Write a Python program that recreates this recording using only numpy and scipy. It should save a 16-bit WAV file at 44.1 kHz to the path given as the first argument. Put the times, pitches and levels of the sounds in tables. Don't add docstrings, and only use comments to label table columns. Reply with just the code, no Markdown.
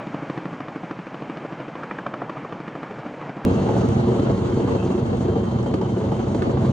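import sys
import numpy as np
from scipy import signal
from scipy.fft import rfft, irfft
from scipy.io import wavfile
from scipy.ndimage import uniform_filter1d

SR = 44100
rng = np.random.default_rng(int(sys.argv[2]) if len(sys.argv) > 2 else 0)


def undo_db(level):
    steps = np.asarray(level, float) / 20
    return 10 ** steps


def wav_record(signal):
    frames = np.transpose(np.atleast_2d(signal))
    bounded = np.clip(frames, -1, 1)
    quanta = np.round(bounded * 32767).astype(np.int16)
    wavfile.write(sys.argv[1], SR, quanta)


N = 296352

TIME = np.arange(N) / SR
HZ = np.fft.rfftfreq(N, 1 / SR)
OCT = np.log2(np.maximum(HZ, 1))
CUT_S = 3.45045
FAR_BLADE_HZ, NEAR_BLADE_HZ = 13.037, 13.182
FAR_FIRST_S, NEAR_FIRST_S = 0.071, 3.539


def curve(table):
    s, *columns = np.transpose(table)
    return [np.interp(TIME, s, c) for c in columns]


def colour(points):
    hz, db = np.transpose(points)
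    return np.interp(OCT, np.log2(hz), db)


def unit(shape_db):
    return shape_db - 10 * np.log10(np.mean(undo_db(2 * shape_db)))


def bell(hz, octaves):
    return np.exp(-0.5 * ((OCT - np.log2(hz)) / octaves) ** 2)


def band(x, lo_hz, hi_hz, order=2):
    return signal.sosfilt(signal.butter(order, [lo_hz, hi_hz], "band", fs=SR, output="sos"), x)


def walk(rate_hz):
    control_hz = 500
    k, steps = int(control_hz / rate_hz), N * control_hz // SR + 2
    held = np.repeat(rng.standard_normal(steps // k + 1), k)
    smooth = uniform_filter1d(uniform_filter1d(held, k), k)
    return 1.3 * np.interp(TIME * control_hz, np.arange(len(held)), smooth)


def echo(x, ms, db):
    k = int(ms * SR / 1000)
    return undo_db(db) * np.concatenate([np.zeros(k), x[:-k]])


def scatter(x, samples, fade_s):
    tail = rng.standard_normal(samples) * np.exp(-np.arange(samples) / SR / fade_s)
    return signal.fftconvolve(x, tail)[:N]


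def burst(noise, t, rise_s, fall_s, lo_hz, hi_hz, order):
    shape = np.exp(-np.abs(t) / np.where(t < 0, rise_s, fall_s))
    rung = band(noise * shape, lo_hz, hi_hz, order)
    return rung * np.sqrt(np.sum(shape ** 2) / np.sum(rung ** 2))


def beat(first_s, end_s, blade_hz, strike, scatter_db, snap_db):
    # start in seconds, thump level in dB, crack level in dB, crack pitch in Hz, snap level in dB.
    hard_slaps = [(0.071, -19, -33, 795, -36), (0.145, -17, -20.5, 615, -37),
                  (0.225, -18.5, -28.5, 800, -46), (0.299, -16, -20, 900, -33),
                  (0.377, -16.5, -27, 815, -34), (0.531, -21, -30, 1100, -50),
                  (0.605, -21, -23.5, 810, -34.5), (0.684, -19.5, -25.5, 790, -35),
                  (0.761, -18, -29, 696, -40), (0.836, -23, -24.5, 790, -40), (0.912, -19, -23, 960, -32),
                  (1.372, -22.5, -28, 760, -32.5), (1.45, -18, -20.5, 605, -46),
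                  (1.525, -23, -24.5, 624, -43), (1.602, -21.5, -24, 647, -38),
                  (1.755, -25, -23.5, 690, -36), (1.835, -34, -21.5, 980, -34),
                  (1.913, -20, -18.5, 1250, -37), (1.988, -25, -21, 1150, -40), (2.066, -22, -15, 930, -29),
                  (2.14, -27, -17.5, 930, -32), (2.219, -26, -15, 770, -43), (2.297, -22, -20, 900, -31),
                  (2.371, -29, -25, 796, -51), (2.449, -28, -20.5, 706, -42), (2.525, -21, -25.5, 865, -34),
                  (2.68, -26, -28, 884, -36), (2.754, -20, -27.5, 1050, -39), (2.832, -24, -26.5, 900, -35),
                  (2.986, -24.5, -31, 700, -46), (3.295, -22.5, -24, 620, -38), (3.835, -11, -19, 695, -50),
                  (4.196, -7, -25, 560, -33), (4.228, -11, -33, 560, -51), (4.301, -8, -30, 560, -52),
                  (4.572, -15.5, -26, 580, -52), (4.72, -21, -30, 580, -52), (4.641, -9, -22.5, 650, -49),
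                  (5.361, -11.5, -18.5, 636, -54), (5.664, -20, -16.5, 570, -44),
                  (5.741, -8, -16, 704, -30.5), (5.815, -21, -17.5, 640, -37), (5.858, -27, -28, 690, -50),
                  (5.92, -12, -29, 570, -52), (6.121, -18, -13, 570, -38), (6.348, -8.5, -17, 595, -35),
                  (6.422, -21, -21.5, 960, -30)]
    jitter_s, hz_scatter_oct, snap_db_per_oct = 0.00073, 0.22, 7
    s = np.arange(first_s, end_s, 1 / blade_hz)
    chance = np.sqrt(3) * rng.uniform(-1, 1, (len(s), 5)).T
    at, *trend = np.transpose(strike)
    thump_db, crack_db, hz = (np.interp(s, at, c) for c in trend)
    hz = hz * 2 ** (hz_scatter_oct * chance[0])
    snap_db = crack_db + snap_db + snap_db_per_oct * np.log2(hz / 700) + scatter_db * chance[1]
    s = s + jitter_s * chance[2]
    thump_db = thump_db + scatter_db * chance[3]
    crack_db = crack_db + scatter_db * chance[4]
    rows = np.transpose([s, thump_db, crack_db, hz, snap_db])
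    for hard in hard_slaps:
        if first_s - 0.01 < hard[0] < end_s:
            clear = np.abs(rows[:, 0] - hard[0]) > 0.3 / blade_hz
            rows = np.vstack([rows[clear], hard])
    return rows


def slaps():
    # time in seconds, thump level in dB, crack level in dB, crack pitch in Hz.
    far_strike = [(0.0, -19, -28, 734), (0.35, -19.5, -26, 840), (0.9, -18, -29, 835),
                  (1.15, -26.5, -27, 770), (1.5, -5, -29, 600), (1.76, -28, -29, 710), (2.4, -11, -34, 830),
                  (2.7, -25.5, -26, 950), (3.1, -32, -29, 710), (3.44, -21, -30, 645)]
    near_strike = [(3.46, -22, -16, 560), (3.78, -15, -17, 550), (3.96, -21, -23, 620),
                   (4.25, -15, -42, 520), (4.7, -18, -23, 600), (5.251, -32.5, -31, 604),
                   (5.9, -32, -37, 614), (6.3, -23, -22, 580), (6.72, -39, -20, 740)]
    # time in seconds, spectral peak in Hz.
    thump_pitch = [(0.0, 224), (1.0, 243), (1.6, 327), (2.6, 320), (3.44, 273), (3.46, 278), (6.72, 288)]
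    thump, crack, snap = np.zeros((3, N))
    # scatter in dB, snap in dB below a 700 Hz crack
    rows = np.vstack([beat(FAR_FIRST_S, CUT_S, FAR_BLADE_HZ, far_strike, 1.2, -11),
                      beat(NEAR_FIRST_S, TIME[-1000], NEAR_BLADE_HZ, near_strike, 3.5, -32.5)])
    t = np.arange(-300, 900) / SR
    grit = rng.standard_normal((len(rows), 2, len(t)))
    shock = 4 * np.exp(-(t / 0.00006) ** 2)
    for (s, thump_db, crack_db, hz, snap_db), (rough, fizz) in zip(rows, grit):
        at = slice(int(s * SR) - 300, int(s * SR) + 900)
        turn = (np.pi * np.interp(s, *np.transpose(thump_pitch)) * t) ** 2
        thump[at] += undo_db(thump_db) * (1 - 2 * turn) * np.exp(-turn)
        crack[at] += undo_db(crack_db) * burst(rough, t + 0.0015, 0.0015, 0.0034, hz / 1.9, hz * 1.6, order=4)
        snap[at] += undo_db(snap_db) * burst(fizz + shock, t, 0.0006, 0.003, 900, 7500, order=2)
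    return 0.97 * thump, crack, snap


def tones(orders, phase, start, waver_db, waver_rad):
    out = 0
    for i, (k, db) in enumerate(orders):
        level = np.sqrt(2) * undo_db(db + waver_db * walk(3.535))
        out = out + level * np.cos(k * phase + start[i] + waver_rad * k * walk(2.026))
    return out


def roar(shape_db, table, throb_db, flicker_db, swell_db, notches=1, chop_db=0):
    level_db, bright = curve(table)
    spectrum = rfft(rng.standard_normal(N)) * undo_db(shape_db) * notches
    swell, out = swell_db * (walk(15) + walk(22)), 0
    for centre in np.arange(4.5, 14, 0.5):
        air = irfft(spectrum * np.clip(1 - 2 * np.abs(OCT - centre), 0, 1), N)
        share = np.exp(-0.5 * ((centre - 9.2) / 2.5) ** 2)
        gain_db = flicker_db * (1 + 0.36 * (centre < 9.5)) * walk(36)
        gain_db = gain_db + share * (swell + throb_db) + chop_db * (centre > 12)
        gain_db = gain_db + bright * max(centre - np.log2(500), 0)
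        out = out + air * undo_db(gain_db)
    return out * undo_db(level_db)


def far_whine():
    out = 0
    for hz, db in zip([3123, 3101], [-65.5, -70.5]):
        out = out + undo_db(db + 2 * walk(6)) * np.sin(2 * np.pi * hz * TIME + 1.1 * walk(14))
    return out


def far(thump, crack, snap):
    # multiple of the blade rate, level in dB.
    orders = [(1, -80), (2, -76), (3, -71), (4, -68), (5, -76), (6, -75), (7, -72), (8, -67)]
    # time in seconds, level in dB, brightness in dB per octave above 500 Hz.
    roar_course = [(0.0, -34, 0.5), (0.59, -35.5, 0.5), (1.94, -36, 0.5), (2.13, -33, -0.5),
                   (2.9, -36, 0.5), (3.38, -35.5, 0), (3.44, -35.5, 0.5)]
    # frequency in Hz, relative density in dB.
    roar_colour = [(15, -32), (25, -56), (69, -29), (118, -5.5), (145, 2), (223, -1.5), (288, -0.5),
                   (381, -6.5), (560, -5.5), (907, -8), (1590, -14), (1950, -18.5), (2270, -18),
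                   (3770, -34.5), (6960, -44), (11000, -66), (14300, -71), (22000, -120)]
    phase = 2 * np.pi * FAR_BLADE_HZ * (TIME - FAR_FIRST_S)
    crack = 0.82 * crack + 1.5 * band(snap, 1200, 2800, order=2)
    tip = undo_db(-17.5) * band(snap, 2900, 7000, order=2)
    crack = 0.8 * (crack + echo(crack, 1.7, -4))
    throb_db = 3 * np.exp(4 * (np.cos(phase - 0.5) - 1))
    trees = scatter(thump + crack, 6000, 0.058)
    blades = thump + echo(thump, 6.49, -2) + crack + echo(crack, 7.1, -14) + undo_db(-45.5) * trees
    blades = band(blades, 125, 5000, order=3)
    hum = tones(orders, phase, 0.8 * np.arange(len(orders)), 1.2, 0.03)
    air = roar(unit(colour(roar_colour)), roar_course, throb_db, 0.9, 0.8)
    return blades + tip + hum + far_whine() + air


def wake():
    # time in seconds, jump scale in dB.
    depth = [(3.46, 2.5), (5.0, 11.5), (6.72, 9)]
    fade_s, rear_lag_s, rear_share = 0.089, 0.035, 0.35

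    def fade(lag_s):
        since_s = (TIME - NEAR_FIRST_S + 0.003 - lag_s) % (1 / NEAR_BLADE_HZ)
        return np.exp(-since_s / fade_s)

    jumps = fade(0) + rear_share * fade(rear_lag_s)
    jumps = uniform_filter1d(jumps, size=SR // 250)
    return curve(depth)[0] * (jumps - jumps.mean())


def near_tones(phase, lag, arrival_db):
    # multiple of the blade rate, relative level in dB.
    orders = [(1, -69), (2, -64), (3, -51), (4, -50), (5, -41), (6, -42), (7, -36.5), (8, -40), (9, -35),
              (10, -33), (11, -43), (12, -43), (13, -44), (14, -38), (15, -35), (16, -42), (17, -37),
              (18, -40), (19, -40), (20, -41), (21, -47), (22, -48), (23, -43), (24, -42), (25, -43),
              (26, -45), (27, -42), (28, -44)]
    # time in seconds, surge level in dB (-24.5 leaves the tones unscaled).
    surges = [(3.46, -17.5), (3.68, -29.5), (3.78, -25), (3.92, -22.5), (4.4, -28), (4.54, -25.5),
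              (4.67, -29), (5.06, -25.5), (6.15, -30), (6.72, -22.5)]
    start = [np.angle(np.sum(undo_db(arrival_db) * np.exp(-1j * k * lag))) - 1.4 for k, _ in orders]
    return tones(orders, phase, start, 2.5, 0.04) * undo_db(curve(surges)[0] + 24.5)


def rasp():
    # time in seconds, level in dB, centre in Hz.
    course = [(3.46, -54.5, 2684), (3.75, -60.5, 2865), (4.1, -61, 2950), (4.4, -64, 2880),
              (4.6, -58, 2800), (4.8, -60, 2678), (4.95, -59, 2750), (5.15, -68, 2850), (5.7, -60, 3000),
              (6.2, -62, 3060), (6.72, -72, 3030)]
    width_hz = 250
    db, hz = curve(course)
    low = signal.butter(2, width_hz / 2, fs=SR, output="sos")
    slow = signal.sosfilt(low, rng.standard_normal((2, N)))
    turn = 2 * np.pi * np.cumsum(hz) / SR
    noise = slow[0] * np.cos(turn) + slow[1] * np.sin(turn)
    return noise / noise.std() * undo_db(db + 1.2 * wake() + 4 * walk(35))


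def near_whine():
    # time in seconds, level in dB.
    course = [(3.47, -58), (3.62, -56), (3.8, -61), (4.05, -64), (4.2, -57), (4.42, -64), (4.65, -54),
              (4.85, -59), (5.1, -63), (5.3, -60), (5.69, -58), (5.92, -60), (6.05, -65), (6.2, -60),
              (6.4, -61), (6.7, -68)]
    whine_hz = 3149.5
    level_db = curve(course)[0] + 2.2 * walk(35) + 1.5 * walk(70) + 1.5 * wake()
    return np.sqrt(2) * undo_db(level_db) * np.sin(2 * np.pi * whine_hz * TIME + 1.1 * walk(35))


def near(thump, crack, snap):
    # delay into the blade cycle in ms, level in dB.
    arrivals = [(12, 0.5), (43, 8.5), (56, -0.5), (73, 1.5)]
    # time in seconds, level in dB, brightness in dB per octave above 500 Hz.
    roar_course = [(3.46, -16.5, 0.28), (3.7, -16.5, 0.082), (3.9, -17.5, 0.42), (4.15, -17.5, 0.32),
                   (4.4, -18, 0.21), (4.7, -18, 0.22), (4.9, -19.5, 0.12), (5.1, -19.5, 0.17),
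                   (5.35, -21, 0.1), (5.6, -20, 0.087), (5.85, -21.5, 0.39), (6.1, -18.5, 0.13),
                   (6.35, -19.5, 0.081), (6.55, -17, 0.05), (6.72, -18.5, 0.054)]
    # frequency in Hz, relative density in dB.
    roar_colour = [(15, -61), (25, -26.5), (50, -13), (110, 1.5), (212, 3), (288, -8.5), (344, -3),
                   (456, -6.5), (603, -14.5), (1110, -22), (1800, -35.5), (3080, -39), (4990, -43.5),
                   (6780, -53), (9200, -54.5), (11000, -73.5), (14300, -128), (22000, -120)]
    # centre in Hz, width in octaves, gain in dB.
    humps = [(70, 1, 1), (162.3, 0.073, -16), (2450, 0.066, -4), (1150, 0.24, -0.5), (5120, 0.069, -6.5),
             (6680, 0.13, 7.5)]
    # frequency in Hz, side-minus-mid trend in dB.
    side_colour = [(60, -21), (110, -19), (200, -15), (380, -12), (700, -3), (1290, -1), (2380, 0),
                   (4400, -2), (8120, -6.5), (15000, 11)]
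    hiss_chop_db, ground_s = 2, 0.0098
    phase = 2 * np.pi * NEAR_BLADE_HZ * (TIME - 3.47)
    ms, arrival_db = np.transpose(arrivals)
    lag = 2 * np.pi * NEAR_BLADE_HZ * ms / 1000
    hum = near_tones(phase, lag, arrival_db)

    throb_db = wake()
    for angle, db in zip(lag, arrival_db):
        throb_db = throb_db + 1.28 * undo_db(db) * np.exp(9 * (np.cos(phase - angle) - 1))
    chop_db = hiss_chop_db * np.exp(3 * (np.cos(phase - lag[0]) - 1)) + 1.1 * walk(30)
    notches = 1 - 0.63 * bell(580, 0.9) * np.exp(-2j * np.pi * HZ * ground_s)
    shape = unit(colour(roar_colour)) - 2.5 + sum(db * bell(hz, width) for hz, width, db in humps)

    crack = 0.5 * crack + 0.78 * band(snap, 400, 4700, order=1)
    crack = crack + undo_db(-28) * scatter(crack, 3000, 0.015)
    whine = near_whine() + rasp()
    thump = band(thump, 250, 1400, order=1)
    thump = echo(thump, 1.5, 0)
    thump = thump + echo(thump, 3.85, -1.2) + echo(thump, 6.83, -1.3)
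    mid = hum + 0.94 * thump + crack + whine
    mid = mid + roar(shape, roar_course, throb_db, 1.28, 0.72, notches, chop_db)

    lean = 0.38 * bell(650, 0.35) - 0.4 * bell(1290, 0.3) - 0.08 * bell(90, 1.6)
    lean = lean + 0.3j * bell(800, 1.1) + 0.55j * bell(6000, 0.9)
    side = irfft(rfft(mid) * lean, N) + echo(whine + crack, 0.4, -4)
    wide = shape + colour(side_colour) - 5 * bell(70, 1.2) - 1.2 * bell(800, 1.1)
    side = side + roar(wide, roar_course, throb_db, 1.2, 2.1, 1, chop_db)
    return band(np.array([mid + side, mid - side]), 38, 9800, order=4)


def ticks():
    # time in seconds, level in dB.
    events = [(3.8884, -43), (3.9429, -53), (5.1694, -51), (5.6286, -48)]
    out, t = np.zeros(N), np.arange(-100, 400) / SR
    for (s, db), grit in zip(events, rng.standard_normal((len(events), len(t)))):
        at = slice(int(s * SR) - 100, int(s * SR) + 400)
        out[at] += undo_db(db) * burst(grit, t, 0.0006, 0.003, 5000, 8800, order=6)
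    return out


def scene():
    blades = np.array(slaps())
    before = TIME < CUT_S
    since_s = TIME - CUT_S
    step = undo_db(np.array([[-11], [-8.5]])) * ~before
    step = step * np.exp(-np.abs(since_s) / 0.0012) * (1 - since_s / 0.003)
    rise = np.clip(np.minimum(since_s / 0.0012, (TIME[-1] - TIME) / 0.004), 0, 1)
    return np.where(before, far(*blades * before), rise * near(*blades)) + ticks() - step


def band_limit(x):
    return signal.sosfilt(signal.butter(12, 17000, fs=SR, output="sos"), x)


def record(dry):
    top = signal.ellip(10, 0.2, 80, 16850, fs=SR, output="sos")
    mix = signal.sosfilt(top, 0.67 * np.tanh(dry / 0.72))
    return band_limit(mix)


dry = scene()
out = record(dry)
wav_record(out)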